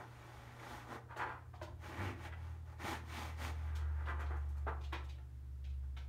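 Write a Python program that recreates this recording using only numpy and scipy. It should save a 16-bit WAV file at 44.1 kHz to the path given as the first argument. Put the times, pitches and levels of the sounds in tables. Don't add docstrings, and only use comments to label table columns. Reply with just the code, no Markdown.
import sys
import numpy as np
from scipy import signal
from scipy.fft import rfft, irfft, next_fast_len
from scipy.io import wavfile

SR = 44100
rng = np.random.default_rng(int(sys.argv[2]) if len(sys.argv) > 2 else 0)


def wrap_up_sound(samples):
    columns = np.atleast_2d(samples).T
    tamed = np.clip(columns, -1, 1)
    steps = np.round(tamed * 32767).astype(np.int16)
    wavfile.write(sys.argv[1], SR, steps)


N = 268128
T = np.arange(N) / SR
RING = T[:SR * 3 // 5]

# peak_s (fastest moment), swell_s, release_s, drag_db (on the backing),
# hiss_db (fibres, over the drag), rasp_db (claws, over the drag)
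RUG_STROKES = [(0.005, .02, 0.048, -53.5, -18, -15), (0.33, .32, 0.38, -60, -11, -6),
               (0.72, .13, .12, -52.5, -10.5, -7), (0.94, 0.066, 0.042, -49, -16, -13),
               (1.87, 0.053, 0.11, -53.5, -11.5, -4), (2.05, 0.098, .075, -49, -13.5, 0),
               (2.26, 0.07, 0.029, -55, -10, 1), (2.45, 0.091, 0.14, -63.5, -12, -5.5),
               (2.72, 0.066, 0.034, -63, -13.5, -7.5), (2.81, .014, 0.034, -55, -11, -2.5),
               (2.894, 0.068, 0.072, -45, -8.5, -2), (3.188, 0.098, 0.11, -50.5, -6.5, 0.5),
               (3.445, 0.057, 0.061, -50, -5.5, 0.5), (3.64, 0.2, 0.1, -62, -12, -4.5),
               (4.1, .3, 0.69, -68.5, -14, -8)]
# freq_hz, density_db (per Hz)
FIBRE_COLOUR = [(2000, -10), (3400, 7), (4800, -0.5), (6400, 0.5), (7600, -5.5), (9000, -3.5), (10300, -10),
                (11800, -6.5), (15500, -11.5)]
BACKING_COLOUR = [(120, -9.5), (250, 0), (340, -5), (500, 0), (900, 0), (1500, -1.5), (2100, -9.5),
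                  (3000, -25.5)]
RASP_COLOUR = [(1200, 4), (1550, 2.5), (1850, 6), (2150, 6), (2500, 3.5), (3500, -10.5), (4800, -22.5)]
DRAG_JUDDER_DB, RASP_JUDDER_DB = 0.97, 2.0


def rug_strokes(fibre_db, backing_db, rasp_db):
    drag, hiss, bite = np.zeros((3, N))
    for peak_s, swell_s, release_s, drag_db, hiss_db, bite_db in RUG_STROKES:
        effort = from_db(drag_db) * paw_speed(peak_s, swell_s, release_s)
        drag = np.hypot(drag, effort)
        hiss = np.hypot(hiss, from_db(hiss_db) * effort)
        bite = np.hypot(bite, from_db(bite_db) * effort)
    fibres = colour(slips(per_s=5000, spread_db=-0.5), FIBRE_COLOUR) * hiss
    backing = colour(slips(per_s=1600, spread_db=1.0), BACKING_COLOUR) * drag * judder(DRAG_JUDDER_DB)
    rasp = colour(slips(per_s=1300, spread_db=0.0), RASP_COLOUR) * bite * judder(RASP_JUDDER_DB)
    return from_db(fibre_db) * fibres + from_db(backing_db) * backing + from_db(rasp_db) * rasp


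# peak_s (fastest moment), swell_s, release_s, level_db, rasp_db (over the level)
SILL_SLIDES = [(1.12, 0.025, 0.026, -54.5, -20), (1.212, 0.027, .032, -38.5, -8),
               (1.268, 0.015, 0.082, -48.5, -8), (2.334, 0.014, 0.011, -56.5, 10.5),
               (3.77, 0.11, .17, -59.5, -6), (4.03, 0.071, .03, -57, -28), (4.094, 0.023, 0.028, -43, -23),
               (4.22, 0.032, 0.024, -50.5, 0), (4.32, 0.042, 0.073, -56.5, -16),
               (4.574, 0.019, 0.016, -62, -19), (4.684, 0.011, 0.02, -45, -24),
               (4.942, 0.016, 0.019, -50, 5), (5.84, .015, 0.02, -74, -6)]
# freq_hz, density_db (per Hz)
SLIDE_COLOUR = [(150, -20), (330, -9), (550, -7.5), (900, -2), (1350, 0.5), (1750, -3), (2300, -12.5),
                (5000, -35.5), (12000, -44)]


def sill_slides(pad_db, rasp_db):
    drag, bite = np.zeros((2, N))
    for peak_s, swell_s, release_s, level_db, bite_db in SILL_SLIDES:
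        effort = from_db(level_db) * paw_speed(peak_s, swell_s, release_s)
        drag = np.hypot(drag, effort)
        bite = np.hypot(bite, from_db(bite_db) * effort)
    pad = colour(slips(per_s=2200, spread_db=-0.5), SLIDE_COLOUR) * drag
    rasp = colour(slips(per_s=1500, spread_db=3.5), RASP_COLOUR) * bite
    return from_db(pad_db) * pad + from_db(rasp_db) * rasp


# start_s, level_db, treble_db (hardness)
SILL_KNOCKS = [(1.102, -48, -26), (1.16, -41, -10), (1.533, -49, -22), (1.612, -40, -10.5),
               (2.248, -45.5, 0), (4.055, -49.5, -5), (4.193, -44.5, -18), (4.303, -43, -28),
               (4.665, -35, -36), (4.923, -37, -3.5), (5.179, -59, -7), (5.965, -49, 5)]
# freq_hz, density_db (per Hz)
KNOCK_COLOUR = [(130, -14), (300, -4), (500, -2), (650, 4.5), (900, 2), (1200, 2), (1700, -1), (2400, -7.5),
                (3800, -10.5), (4800, -31), (12000, -33.5)]
KNOCK_CONTACT_S = 0.0097


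def knocks(level_db, treble_db, wet):
    out = np.zeros(N)
    for start_s, knock_db, hard_db in SILL_KNOCKS:
        grains = colour(slips(per_s=3200, spread_db=2.5, size=len(RING)), KNOCK_COLOUR)
        dull, hard = split(grains, hz=1680)
        blow = touch(dull + from_db(hard_db + treble_db) * hard, KNOCK_CONTACT_S)
        add(out, from_db(knock_db + level_db) * room(blow, wet), start_s)
    return out


# start_s, level_db, edge_db (share of the top above about 7 kHz)
CLAW_CATCHES = [(1.165, -50.5, -9), (1.541, -60, -18), (1.618, -49, -13), (3.75, -47.5, -10),
                (4.056, -58, -26), (4.194, -56.5, -1), (4.255, -57, -30), (4.36, -67, 4), (4.484, -64, 3),
                (4.566, -63.5, 4), (4.807, -55, -21), (4.831, -50, -24), (4.927, -45, -41),
                (5.035, -59, -13), (5.085, -50.5, -22), (5.639, -54.5, -33), (5.69, -63, -30),
                (5.968, -51, -29)]
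# freq_hz, density_db (per Hz)
CLAW_COLOUR = [(600, -2.5), (1500, -9.5), (2400, 1), (3600, 1.5), (5000, -5.5), (6400, -7), (8000, -13),
               (10300, -20), (12000, -18.5), (15500, -25)]
CLAW_CONTACT_S = 0.018


def claw_ticks(level_db, treble_db, wet):
    out = np.zeros(N)
    for start_s, tick_db, edge_db in CLAW_CATCHES:
        grains = colour(slips(per_s=5000, spread_db=4.0, size=len(RING)), CLAW_COLOUR)
        body, edge = split(grains, hz=7050)
        tick = touch(body + from_db(edge_db + treble_db) * edge, CLAW_CONTACT_S)
        add(out, from_db(tick_db + level_db) * room(tick, wet), start_s)
    return out


# start_s, level_db, push_s, boom_db (floor boom over the pad)
BODY_STEPS = [(1.601, -54, .04, 5), (1.88, -48, 0.022, -12), (1.961, -43, 0.1, 4), (2.06, -56, 0.078, -14),
              (2.824, -43, 0.035, -3), (3.18, -49.5, 0.025, -9), (3.409, -54, 0.048, 5)]
# freq_hz, density_db (per Hz)
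STEP_COLOUR = [(70, -19), (150, 3.5), (220, 6), (330, 2), (480, -4.5), (800, -12.5), (2000, -60)]


def steps(level_db, boom_hz):
    out = np.zeros(N)
    boom = np.sin(2 * np.pi * boom_hz * RING)
    for start_s, step_db, push_s, boom_db in BODY_STEPS:
        pad = colour(rng.standard_normal(len(RING)), STEP_COLOUR)
        push = touch(pad, push_s) + from_db(boom_db) * touch(boom, push_s)
        add(out, from_db(step_db + level_db) * np.sqrt(push_s * SR) * push, start_s)
    return out


# time_s, pitch_hz
ENGINE_PITCH_CURVE = [(0, 86.3), (1.1, 85.9), (2.3, 82.25), (3.3, 79.1), (4.2, 73.4), (6.08, 67)]
# time_s, level_db
ENGINE_LEVEL_CURVE = [(0.0, -79), (0.81, -67), (1.52, -57), (1.64, -53.5), (2.13, -55.5), (2.47, -46.5),
                      (2.78, -54), (3.91, -38.5), (4.06, -42), (4.38, -40), (5.13, -47.5), (5.25, -53),
                      (5.69, -43.5), (6.08, -47)]
OCTAVE_DB, OCTAVE_FOLLOWS = -74, .5


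def engine(level_db):
    curve_db = in_time(ENGINE_LEVEL_CURVE)
    phase = 2 * np.pi * np.cumsum(in_time(ENGINE_PITCH_CURVE)) / SR
    fundamental = from_db(curve_db + level_db) * np.sin(phase)
    octave_db = OCTAVE_DB + OCTAVE_FOLLOWS * (curve_db - curve_db.mean())
    return np.sqrt(2) * (fundamental + from_db(octave_db) * np.sin(2 * phase))


def mains_hum(hum_hz, rms_db):
    return np.sqrt(2) * from_db(rms_db) * np.sin(2 * np.pi * (hum_hz * T + rng.random()))


# freq_hz, density_db (per Hz)
RUMBLE_COLOUR = [(20, -23), (32, -26), (42, 0.5), (52, -29), (65, 10), (85, -7), (110, -2.5), (170, -25.5),
                 (300, -19.5)]
AIR_COLOUR = [(150, 3.5), (300, -0.5), (550, -9.5), (900, -9), (1500, -10.5), (2600, -17.5), (4700, -21),
              (7000, -22.5), (15500, -26.5)]


def rumble_and_air(rumble_db, air_db):
    rumble = from_db(rumble_db) * colour(rng.standard_normal(N), RUMBLE_COLOUR)
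    air = from_db(air_db) * colour(rng.standard_normal(N), AIR_COLOUR)
    return rumble + air


# freq_hz, width_hz, lift_db
FLOOR_RESONANCES = [(224, 11, -0.5), (290, 16, 1.5), (346.3, 17.7, 12), (466, 13, 7.5), (712, 26, 4),
                    (859, 31.5, 6.5), (1037, 19, 2), (1124, 34, -2), (1321, 6.4, 6), (1485, 36, 0.5),
                    (1870, 90, 1.5)]


def floor_ring(x):
    out = x
    for hz, width_hz, lift_db in FLOOR_RESONANCES:
        b, a = signal.iirpeak(hz, hz / width_hz, fs=SR)
        out = out + (from_db(lift_db) - 1) * signal.lfilter(b, a, x)
    return out


# freq_hz, t60_s
ROOM_DECAY = [(150, 0.57), (1000, 0.41), (3000, 0.3), (7000, 0.26), (15000, 0.15)]


def room(x, wet):
    hz, t, cells = signal.stft(rng.standard_normal(len(RING)), SR, nperseg=256)
    dying = from_db(-60 * t / at_hz(ROOM_DECAY, hz)[:, None])
    tail = signal.istft(cells * dying, SR)[1]
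    tail = tail / np.sqrt(np.sum(tail ** 2))
    return np.sqrt(1 - wet) * x + np.sqrt(wet) * signal.fftconvolve(x, tail)[:len(x)]


SWELL_SHAPE, RELEASE_SHAPE = 2.13, 2.1


def paw_speed(peak_s, swell_s, release_s):
    rising = np.maximum(peak_s - T, 0) / swell_s
    falling = np.maximum(T - peak_s, 0) / release_s
    return np.exp(-np.minimum(rising ** SWELL_SHAPE + falling ** RELEASE_SHAPE, 20))


def judder(depth_db, ribs_per_s=60):
    return from_db(depth_db * np.interp(T * ribs_per_s, np.arange(2000), rng.standard_normal(2000)))


def slips(per_s, spread_db, size=N):
    heights = from_db(spread_db * np.minimum(rng.exponential(1, size), 4))
    happens = rng.random(size) < per_s / SR
    return rms_one(happens * heights * rng.choice([-1, 1], size))


def touch(grains, length_s):
    age = RING / length_s
    puff = grains * age ** .8 * np.exp(-np.minimum(age, 7) ** 2)
    return puff / np.sqrt(np.sum(puff ** 2) + 1e-20)


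def colour(x, spectrum):
    size = next_fast_len(len(x) + 2048)
    hz = np.arange(size // 2 + 1) * SR / size
    ends = np.minimum(hz / spectrum[0][0], 1) ** 2 / np.maximum(hz / spectrum[-1][0], 1) ** 2
    gain = from_db(at_hz(spectrum, hz)) * ends
    return rms_one(irfft(rfft(x, size) * gain, size)[:len(x)])


def split(x, hz):
    low = signal.sosfiltfilt(signal.butter(2, hz, fs=SR, output="sos"), x)
    return low, x - low


def from_db(db):
    return 10 ** (np.asarray(db) / 20)


def rms_one(x):
    return x / np.sqrt(np.mean(x ** 2) + 1e-20)


def at_hz(points, hz):
    f, value = np.transpose(points)
    return np.interp(np.log(hz + 1e-6), np.log(f), value)


def in_time(rows):
    return np.interp(T, *np.transpose(rows))


def add(out, sound, start_s):
    at = round(start_s * SR)
    out[at:at + len(sound)] += sound[:N - at]


def scene():
    strokes = room(rug_strokes(fibre_db=0.7, backing_db=-1.0, rasp_db=-1.5), wet=0.18)
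    slides = room(sill_slides(pad_db=0.5, rasp_db=-7.0), wet=0.32)
    blows = knocks(level_db=21.5, treble_db=7.5, wet=0.57)
    ticks = claw_ticks(level_db=20.5, treble_db=17.5, wet=0.57)
    pads = room(steps(level_db=-7.0, boom_hz=96.8), wet=0.33)
    kitten = floor_ring(strokes + slides + blows + ticks + pads)
    drones = engine(level_db=0.5) + mains_hum(hum_hz=119.35, rms_db=-58)
    return (kitten + drones + rumble_and_air(rumble_db=-60.5, air_db=-72))[None]


CUTOFF_HZ = 15700


def record(dry):
    lowpass = signal.ellip(10, .2, 70, CUTOFF_HZ, fs=SR, output="sos")
    return signal.sosfilt(lowpass, dry)


dry = scene()
out = record(dry)
wrap_up_sound(out)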